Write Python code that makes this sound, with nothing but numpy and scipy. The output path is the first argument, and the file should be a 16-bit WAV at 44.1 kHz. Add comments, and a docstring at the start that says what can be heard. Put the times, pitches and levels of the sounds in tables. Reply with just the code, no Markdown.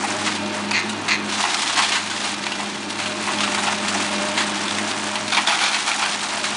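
"""Bricks, boards and a piece of roof crash down as an excavator demolishes a building across a paved court.
Falls are showers of random contacts ringing resonances; timber tears twice in stick-slip creaks;
rubble and grit slide as streams of contacts. Behind them the diesel drones in coloured noise and
lines locked to its firing, under a fan tone and a hydraulic whine."""
import sys
import numpy as np
from scipy import signal
from scipy.fft import rfft, irfft
from scipy.io import wavfile

SR = 44100
rng = np.random.default_rng(int(sys.argv[2]) if len(sys.argv) > 2 else 0)


def digitize_waveform(pressure):
    """Quantize a signal to 16-bit integers and store it at the path in sys.argv[1].

    Rows of a 2-D input are taken as channels; values are limited to [-1, 1].
    """
    field = np.atleast_2d(pressure).T
    bounded = np.clip(field, -1, 1)
    quanta = np.round(bounded * 32767).astype(np.int16)
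    wavfile.write(sys.argv[1], SR, quanta)


N = 289296
TIME = np.arange(N) / SR  # s

# Colour of landing and breaking masonry. Each row: frequency in Hz, density in dB per Hz (relative).
BRICK_COLOUR = [(100, -39), (520, -19), (720, 4.5), (1000, 4), (1600, 1.5), (2400, 1), (4400, -2),
                (5200, -6.5), (7000, -4), (10000, -10.5), (12000, -78.5)]


def from_db(db):
    """Decibels to gain."""
    return 10 ** (np.asarray(db) / 20)


def rms_one(x):
    """Scale to rms 1."""
    return x / np.sqrt(np.mean(x ** 2) + 1e-20)


def in_time(rows):
    """Interpolate a curve of (seconds, value) at every sample."""
    s, value = np.transpose(rows)
    return np.interp(TIME, s, value)


def place(out, start_s, sound):
    """Add a sound at its start, cut at the end of the scene."""
    at = int(start_s * SR)
    out[at:at + len(sound)] += sound[:N - at]


def drift(rate_hz):
    """Slow random wander of spread 1: two-pole smoothed noise at 1/40 of the sample rate."""
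    step, settle = 40, 2000
    r = np.exp(-2 * np.pi * rate_hz * step / SR)
    noise = rng.standard_normal(N // step + settle + 2)
    slow = signal.lfilter([1], [1, -2 * r, r * r], noise)[settle:]
    return np.interp(np.arange(N) / step, np.arange(len(slow)), rms_one(slow))


def colour(x, spectrum, tilt_db=0):
    """Minimum-phase filter of a given spectrum, tilted per octave above 600 Hz; white input keeps its power."""
    size = 2 ** int(np.ceil(np.log2(len(x))))
    octave = np.log2(np.maximum(np.fft.rfftfreq(size, 1 / SR), 1))
    hz, db = np.transpose(spectrum)
    tilt = tilt_db * np.maximum(octave - np.log2(600), 0)
    gain = rms_one(from_db(np.interp(octave, np.log2(hz), db) + tilt))
    # fold the cepstrum: minimum phase
    cepstrum = irfft(np.log(gain + 1e-12))
    cepstrum[1:size // 2] *= 2
    cepstrum[size // 2 + 1:] = 0
    return irfft(rfft(x, size) * np.exp(rfft(cepstrum)))[:len(x)]


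def resonate(x, hz, width_hz):
    """Two-pole resonance with gain 1 on top."""
    r = np.exp(-np.pi * width_hz / SR)
    zeros = np.array([1, 0, -1]) * (1 - r * r) / 2
    poles = [1, -2 * r * np.cos(2 * np.pi * hz / SR), r * r]
    return signal.lfilter(zeros, poles, x + 1e-18)


def contacts(per_s, spread_db, size):
    """Random clicks of either sign with exponentially spread levels in dB; rms 1."""
    strength = from_db(spread_db * np.minimum(rng.exponential(1, size), 4))
    sign = rng.choice([-1, 1], size)
    return rms_one(strength * sign * (rng.random(size) < per_s / SR))


def shatter(t60_s, ring_db=3, q=9, count=5):
    """One landing: the first contact snaps and rings the piece, then a shower of splinters dies away."""
    age = TIME[:2 ** 15]
    snap_db, snap_s = -3, 0.006
    # every piece has modes of its own, spread from 1000 to 5060 Hz
    pitches_hz = 1000 * 5.06 ** ((np.arange(count) + rng.random(count)) / count)
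    blow = rng.standard_normal(len(age)) * np.exp(-2 * age / snap_s)
    snap = 1.5 * blow + sum(resonate(blow, hz, hz / q) for hz in pitches_hz)
    snap *= np.sqrt(snap_s * SR) / np.linalg.norm(snap)
    brittle = min(1, 0.048 / t60_s)  # big masses crumble rather than snap
    swell = 1 - np.exp(-age / (0.008 * t60_s))
    shower = contacts(per_s=9000, spread_db=2.0, size=len(age)) * swell * from_db(-60 * age / t60_s)
    ringing = sum(resonate(shower, hz, hz / q) for hz in pitches_hz)
    splinters = shower + from_db(ring_db) * ringing
    return brittle * from_db(snap_db) * snap + 0.82 * splinters * np.std(shower) / np.std(splinters)


def crashes():
    """Heavy masonry lands dull, boards and tiles crack bright."""
    # The loudest falls of bricks and boards.
    # Each row: start in seconds, level in dB, t60 in seconds, brightness in dB per octave.
    falls = [(0.261, -17, 0.19, 0), (0.893, -23.5, 0.13, 5), (1.080, -17.5, 0.2, -0.5),
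             (1.62, -19.5, 0.1, 4.5), (1.695, -20, 0.13, -1.5), (1.768, -18, 0.34, 0.5),
             (1.819, -18, 0.36, 0), (1.919, -18.5, 0.32, 1), (1.952, -17, 0.25, 0), (2.098, -25, 0.37, 1),
             (2.237, -22.5, 0.28, 1), (2.98, -25, 0.59, 0.5), (3.405, -21.5, 0.18, 1),
             (3.434, -16.5, 0.12, 0.5), (3.546, -17.8, 0.1, 1), (3.583, -19.5, .08, -1.5),
             (3.882, -17.5, 0.11, 3), (4.374, -16, 0.26, 0.5), (4.404, -18.5, 0.17, -2.5),
             (5.743, -20, 0.093, -1.5), (6.021, -17, 0.25, -3), (6.44, -20.5, 0.28, 1)]
    out = np.zeros(N)
    for start_s, level_db, t60_s, tilt_db in falls:
        hit = colour(shatter(max(t60_s, 0.02)), BRICK_COLOUR, tilt_db)
        place(out, start_s, from_db(level_db) * hit)
    return out


def landing(age, rise_s, hold_s, t60_s):
    """Envelope of a mass coming to rest: it rises, holds and dies away."""
    return (1 - np.exp(-age / rise_s)) * from_db(-60 * np.maximum(age - hold_s, 0) / t60_s)


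def thuds(width_hz=380, crumbs_db=-9, rise_s=0.004, longest_hold_s=0.029):
    """A lump lands and crumbles: a run of contacts rings its own low note and the heap beneath."""
    # Heavy lumps with a hollow knock. Each row: start in seconds, level in dB, pitch in Hz, t60 in seconds.
    lumps = [(0.037, -20.5, 760, 0.087), (1.431, -17, 860, 0.16), (1.77, -20, 1050, .27),
             (2.585, -26, 850, 0.2), (3.272, -22.5, 1000, .2), (3.472, -19.5, 980, 0.073),
             (3.664, -18.5, 940, 0.18), (5.156, -25, 1100, .1), (5.372, -15, 970, .12),
             (5.478, -20.5, 820, 0.33)]
    # Upper resonances of the heap they strike. Each row: frequency in Hz, width in Hz, level in dB.
    heap_modes = [(1920, 170, -6.5), (2580, 360, -8.5)]
    out, age = np.zeros(N), TIME[:SR // 2]
    for start_s, level_db, pitch_hz, t60_s in lumps:
        masonry = rms_one(colour(contacts(per_s=2500, spread_db=0, size=len(age)), BRICK_COLOUR))
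        body = rms_one(resonate(masonry, pitch_hz, width_hz))
        heap = sum(from_db(db) * rms_one(resonate(masonry, hz, width)) for hz, width, db in heap_modes)
        knock = rms_one(body + heap + from_db(crumbs_db) * masonry)
        envelope = landing(age, rise_s, min(longest_hold_s, t60_s / 10), t60_s)
        place(out, start_s, from_db(level_db) * envelope * knock)
    return out


def falling_roof(splinters_db=-5, rise_s=0.003, hold_s=0.012):
    """Each landing sends a shower of contacts through the same hollow boards, with splinters over it."""
    # Landings of one section of roof. Each row: start in seconds, level in dB, t60 in seconds.
    landings = [(5.319, -18.5, 0.35), (5.369, -20, 0.12), (5.474, -19, 0.26), (5.515, -20.5, 0.33),
                (5.603, -19.5, 0.98), (5.867, -21, 0.32)]
    # Resonances of its boards. Each row: frequency in Hz, width in Hz, level in dB.
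    board_modes = [(840, 120, -2), (1430, 260, 1), (2290, 220, 0.5), (3170, 300, -1), (4100, 180, -5)]
    out, age = np.zeros(N), TIME[:SR // 2]
    for start_s, level_db, t60_s in landings:
        envelope = landing(age, rise_s, hold_s, t60_s)
        shower = contacts(per_s=2600, spread_db=2.5, size=len(age)) * envelope
        boards = sum(from_db(db) * resonate(shower, hz, width) for hz, width, db in board_modes)
        splinters = rms_one(colour(shower, BRICK_COLOUR))
        sound = rms_one(rms_one(boards) + from_db(splinters_db) * splinters)
        place(out, start_s, from_db(level_db) * np.std(shower) * sound)
    return out


def cracks(snap_db=0.0, q=6.7, splinters_db=-13, splinters_t60_s=0.19):
    """A piece breaks at once: a bright snap, a brief ring at its own pitch and a faint trail of splinters."""
    # Single boards and tiles snap. Each row: start in seconds, level in dB, pitch in Hz, t60 in seconds.
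    breaks = [(.710, -15.5, 4600, 0.012), (0.7145, -14, 2400, 0.013), (2.4653, -16.5, 2280, 0.025),
              (2.5187, -21, 2730, 0.049), (3.0003, -20.5, 2500, 0.022), (3.0584, -21, 2500, 0.05),
              (3.4057, -16.5, 2750, 0.036), (4.182, -20, 2400, .012), (4.6805, -20.5, 3400, 0.033),
              (4.784, -17.5, 2000, 0.028), (5.1556, -17.5, 2630, 0.026), (5.3213, -21, 3340, .04),
              (5.3477, -16, 3500, 0.043), (5.369, -13.5, 2330, 0.034), (5.4655, -24, 4000, 0.023),
              (5.473, -13, 3200, 0.03), (5.4929, -18, 3570, 0.029), (5.5902, -17, 2290, 0.022),
              (5.6373, -15, 3680, 0.026), (5.7453, -18, 2520, 0.023), (5.9150, -16.5, 2280, 0.04),
              (6.0604, -17.5, 1520, .03), (6.4408, -17.5, 1580, 0.027)]
    out, age = np.zeros(N), TIME[:2 ** 13]
    for start_s, level_db, hz, t60_s in breaks:
        trail = from_db(splinters_db - 60 * age / splinters_t60_s)
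        envelope = from_db(-60 * age / max(t60_s, 0.008)) + trail
        blow = rng.standard_normal(len(age)) * envelope
        ring = rms_one(resonate(blow, hz, hz / q))
        snap = rms_one(colour(blow, BRICK_COLOUR))
        sound = rms_one(ring + from_db(snap_db) * snap)
        place(out, start_s, from_db(level_db) * np.sqrt(np.mean(envelope ** 2)) * sound)
    return out


def tearing_timber(start_db=-8, t60_s=0.28, sag=0.07, sag_s=0.077, slips_per_s=230, uneven=0.32,
                   fibres_db=-5, ring_db=-6):
    """The beam sticks and slips, swelling until it lets go; its pitch sags as it splits, and it rings on."""
    # Tears. Each row: start in seconds, peak in seconds, let-go in seconds, level in dB, pitch factor,
    # offset of the upper resonances, above 3000 Hz, in dB.
    tears = [(0.728, 0.75, 0.769, -17, 1, -4), (1.085, 1.115, 1.122, -16, 1, -3)]
    # Resonances of the timber, before pitch factor and sag. 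Each row: frequency in Hz, width in Hz, level in dB.
    timber_modes = [(1000, 210, -14), (1830, 220, -7.5), (2120, 160, -5.5), (2330, 140, -8),
                    (2570, 150, -7), (3200, 1500, -15), (4000, 240, -4.5), (4360, 330, -10),
                    (6440, 820, -16.5)]
    # Notes the beam rings on with. Each row: frequency in Hz, width in Hz, level in dB.
    beam_notes = [(2076, 14, 3), (2230, 22, -8), (2380, 16, -4), (2500, 18, 1)]
    out, age = np.zeros(N), TIME[:SR // 2]
    for start, peak, let_go, level_db, factor, upper_db in tears:
        gaps, sizes = rng.standard_normal((2, 200))
        gaps_s = np.exp(uneven * gaps) / slips_per_s  # slips_per_s sets the median gap
        slip_at = (np.cumsum(gaps_s) * SR).astype(int)
        slips = np.bincount(slip_at, from_db(2 * sizes), SR)[:SR]
        fibres = contacts(per_s=2800, spread_db=-10.0, size=SR)
        drive = rms_one(slips) + from_db(fibres_db) * fibres
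        wood = 0
        for k, (hz, width, db) in enumerate(timber_modes):
            gain = from_db(db + upper_db * (hz > 3000)) * (-1) ** k
            wood = wood + gain * resonate(drive, factor * hz, width)
        pitch = 1 + sag * np.interp(age, [0, 2 * sag_s], [1, -1])
        rise_db = np.interp(age, [0, peak - start], [start_db, 0])
        swell = from_db(rise_db - 60 * np.maximum(age + start - let_go, 0) / t60_s)
        creak = swell * np.interp(np.cumsum(pitch), np.arange(SR), rms_one(wood))
        ring = sum(from_db(db) * rms_one(resonate(creak, hz, width)) for hz, width, db in beam_notes)
        sound = creak + from_db(ring_db) * np.std(creak) * rms_one(ring)
        place(out, start, from_db(level_db) * sound / (1 + from_db(ring_db) / 2))
    return out


def fragments(per_s, spread_db, q, count=20):
    """Each contact rings a fragment of one of many sizes, longer for higher q; rms 1."""
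    clicks, dealt = contacts(per_s, spread_db, N), rng.integers(0, count, N)
    pitches_hz = np.geomspace(450, 10000, count)
    return rms_one(sum(resonate(clicks * (dealt == k), hz, hz / q) for k, hz in enumerate(pitches_hz)))


def sliding_debris():
    """Brick lumps tumble in clumps, single ones clack among them, and mortar grit streams over them."""
    # Flow of coarse rubble down the heap. Each row: time in seconds, level in dB.
    rubble_flow = [(0, -31), (.14, -26), (.42, -35.5), (.88, -33), (1.22, -34), (1.42, -26), (1.95, -31),
                   (2.04, -34), (2.23, -28.5), (2.4, -35.5), (3.15, -34), (3.3, -28), (4.4, -28),
                   (4.85, -29), (5.42, -33.5), (5.52, -26.5), (6.56, -28.5)]
    # Flow of fine grit, which pours once the wall gives way. Each row: time in seconds, mean level in dB.
    grit_flow = [(0, -36), (.27, -28), (.43, -36.5), (.7, -38), (1.25, -44), (1.3, -24.5), (1.92, -25.5),
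                 (2.04, -35.5), (2.26, -29), (2.38, -33.5), (3.15, -34), (3.4, -30.5), (3.88, -30),
                 (4.55, -30), (5.15, -34), (5.68, -26), (6.56, -30.5)]
    # Colours of rubble and of grit. Each row: frequency in Hz, density in dB per Hz (relative).
    rubble_colour = [(60, -49), (300, -6), (520, -18), (720, 6), (950, 4.5), (1500, 1), (2500, -1.5),
                     (4200, -11.5), (6000, -5), (10000, -9), (12000, -83)]
    grit_colour = [(60, -50.5), (800, -6), (2000, -1), (3850, 1), (5200, -3.5), (7000, -7.5), (10000, -13),
                   (12000, -72)]
    lumps = from_db(2.7 * drift(23)) * fragments(per_s=3200, spread_db=1.0, q=4.4, count=28)
    clacks = from_db(-11.5) * fragments(per_s=120, spread_db=0.5, q=54, count=17)
    rubble = rms_one(colour(lumps + clacks, rubble_colour))
    grit = rms_one(colour(contacts(per_s=6000, spread_db=1.0, size=N), grit_colour))
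    grit_db = in_time(grit_flow) + 3.04 * drift(62)
    return from_db(in_time(rubble_flow)) * rubble + from_db(grit_db) * grit


def court(x, t60_s, wet_db):
    """Walls and heap scatter a dull, sparse trail of echoes."""
    age = TIME[:SR // 2]
    echoes = contacts(900, 3.1, len(age)) * from_db(-60 * age / t60_s) * (age > 0.004)
    echoes = signal.sosfilt(signal.butter(1, 5000, fs=SR, output="sos"), echoes)
    trail = signal.fftconvolve(x, echoes / np.linalg.norm(echoes))[:N]
    wet = from_db(wet_db)
    return (x + wet * trail) / np.hypot(1, wet)


def tones(turns, lines, waver_db, waver_hz):
    """Lines locked to a rotation; on the way through the air the higher ones fade in and out more."""
    out = 0
    for k, db in lines:
        gain = from_db(db + waver_db * np.sqrt(k) * drift(waver_hz))
        out = out + gain * np.sin(2 * np.pi * (k * turns + rng.random()))
    return np.sqrt(2) * out


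def machine_levels():
    """Levels in dB of the diesel and of the fan tone, which swings wider and now and then fades."""
    # Level of diesel and pump, with two deep dips. Each row: time in seconds, level in dB.
    machine = [(0, -32), (1.3, -32.5), (1.45, -36.5), (2.0, -37.5), (2.45, -35), (2.85, -35), (3.3, -33),
               (4.3, -31.5), (4.5, -32.5), (5.32, -34.5), (5.5, -38.5), (5.8, -39.5), (6.56, -34.5)]
    # Brief fades of the fan tone. Each row: centre in seconds, depth in dB.
    fan_fades = [(.19, 7), (.8, 14), (1.0, 14), (1.7, 30), (4.93, 18)]
    fan_mean_db, fan_db_per_db, fade_s = -37.5, 1.74, 0.036
    diesel_db = in_time(machine)
    fades_db = sum(depth_db * np.exp(-((TIME - s) / fade_s) ** 2) for s, depth_db in fan_fades)
    return diesel_db, fan_mean_db + fan_db_per_db * (diesel_db - diesel_db.mean()) - fades_db


def excavator():
    """Exhaust, cooling fan and piston pump all turn with the crankshaft; the roar pulses with each firing."""
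    # Diesel speed, hunting as the load comes and goes. Each row: time in seconds, mean firings per second.
    speed = [(0, 101.5), (.16, 103), (.4, 101.2), (.55, 101.9), (.7, 100.5), (.9, 105), (1.1, 101.5),
             (3.0, 100), (3.13, 102.3), (3.6, 100), (3.8, 101.7), (3.95, 99.6), (4.37, 101.3), (4.7, 99),
             (4.9, 104), (5.03, 101), (5.17, 102.5), (6.15, 100.2), (6.56, 102.3)]
    # Exhaust lines. Each row: multiple of the firing rate, level in dB.
    exhaust_lines = [(1, 0), (2.5, -5), (3, 4.5), (3.5, -3.5)]
    # Level of the exhaust note, with two deep dips. Each row: time in seconds, level in dB.
    exhaust_level = [(0, -44), (1.3, -47), (1.4, -54.5), (2.7, -52), (3.05, -46), (4.3, -46.5),
                     (5.3, -48.5), (5.65, -58.5), (6.56, -53.5)]
    # A drone at six times the firing rate comes and goes. Each row: time in seconds, dB relative to the diesel.
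    drone_level = [(0, -22), (.16, 0), (.34, -23), (.44, -6), (.6, -6), (.75, -17.5), (1.9, -19),
                   (2.15, -8.5), (2.96, -11), (3.12, -4.5), (3.92, -9), (4.36, -5), (4.44, -5.5),
                   (4.78, -14), (4.86, -5.5), (5.02, -13), (5.13, -3.5), (5.6, -11.5), (6.45, -9)]
    # Hydraulic whine. Each row: multiple of the piston rate, level in dB.
    pump_lines = [(3, -7), (8, -7.5), (9, -9), (10, -16), (11, -11.5)]
    # The pump labours as the arm strains against the timber. Each row: time in seconds, load in dB.
    pump_load = [(0, -22), (.4, -2), (.64, -4), (.78, -8), (3.3, -3.5)]
    # Colour of the roar. Each row: frequency in Hz, density in dB per Hz (relative).
    roar_colour = [(30, -35), (70, -20.5), (130, -8.5), (190, 0.5), (260, 3), (350, 5), (480, -5.5),
                   (850, -1), (1600, -3.5), (2300, -8.5), (4500, -11), (10000, -54.5)]

    diesel_db, fan_db = machine_levels()
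    firing_hz = in_time(speed) * (1 + 0.0015 * drift(9))
    firings = np.cumsum(firing_hz) / SR
    exhaust = tones(firings + 0.029 * drift(6.8), exhaust_lines, waver_db=2.0, waver_hz=4.4)
    exhaust = from_db(in_time(exhaust_level)) * exhaust
    drone = tones(firings + 0.021 * drift(13.4), [(6, 0.012)], waver_db=1.13, waver_hz=8.4)
    drone = from_db(in_time(drone_level)) * drone
    blades = 2.045 * firings  # belt-driven, just above twice the firing rate
    fan = tones(blades + 0.042 * drift(15.0), [(1, -0.41)], waver_db=2.0, waver_hz=8)
    pistons = 3 * firings
    pump = from_db(in_time(pump_load)) * tones(pistons, pump_lines, waver_db=0.6, waver_hz=4)
    pulsing = 1 + 0.12 * np.cos(2 * np.pi * firings)
    roar = from_db(3.0) * rms_one(colour(rng.standard_normal(N) * pulsing, roar_colour))
    return exhaust + from_db(diesel_db) * (drone + pump + roar) + from_db(fan_db) * fan


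def scene():
    """Debris with the court's echoes over the dry machine, the same in both channels."""
    debris = crashes() + thuds() + falling_roof() + cracks() + sliding_debris() + tearing_timber()
    mono = excavator() + court(debris, t60_s=0.16, wet_db=-20.5)
    return np.array([mono, mono])


def record(dry):
    """The highest peaks are slightly rounded and the top is cut steeply."""
    cutoff_hz, ripple_db, stop_db = 10150, 0.1, 80
    steep_cut = signal.ellip(12, ripple_db, stop_db, cutoff_hz, fs=SR, output="sos")
    return signal.sosfilt(steep_cut, np.tanh(dry))


dry = scene()
out = record(dry)
digitize_waveform(out)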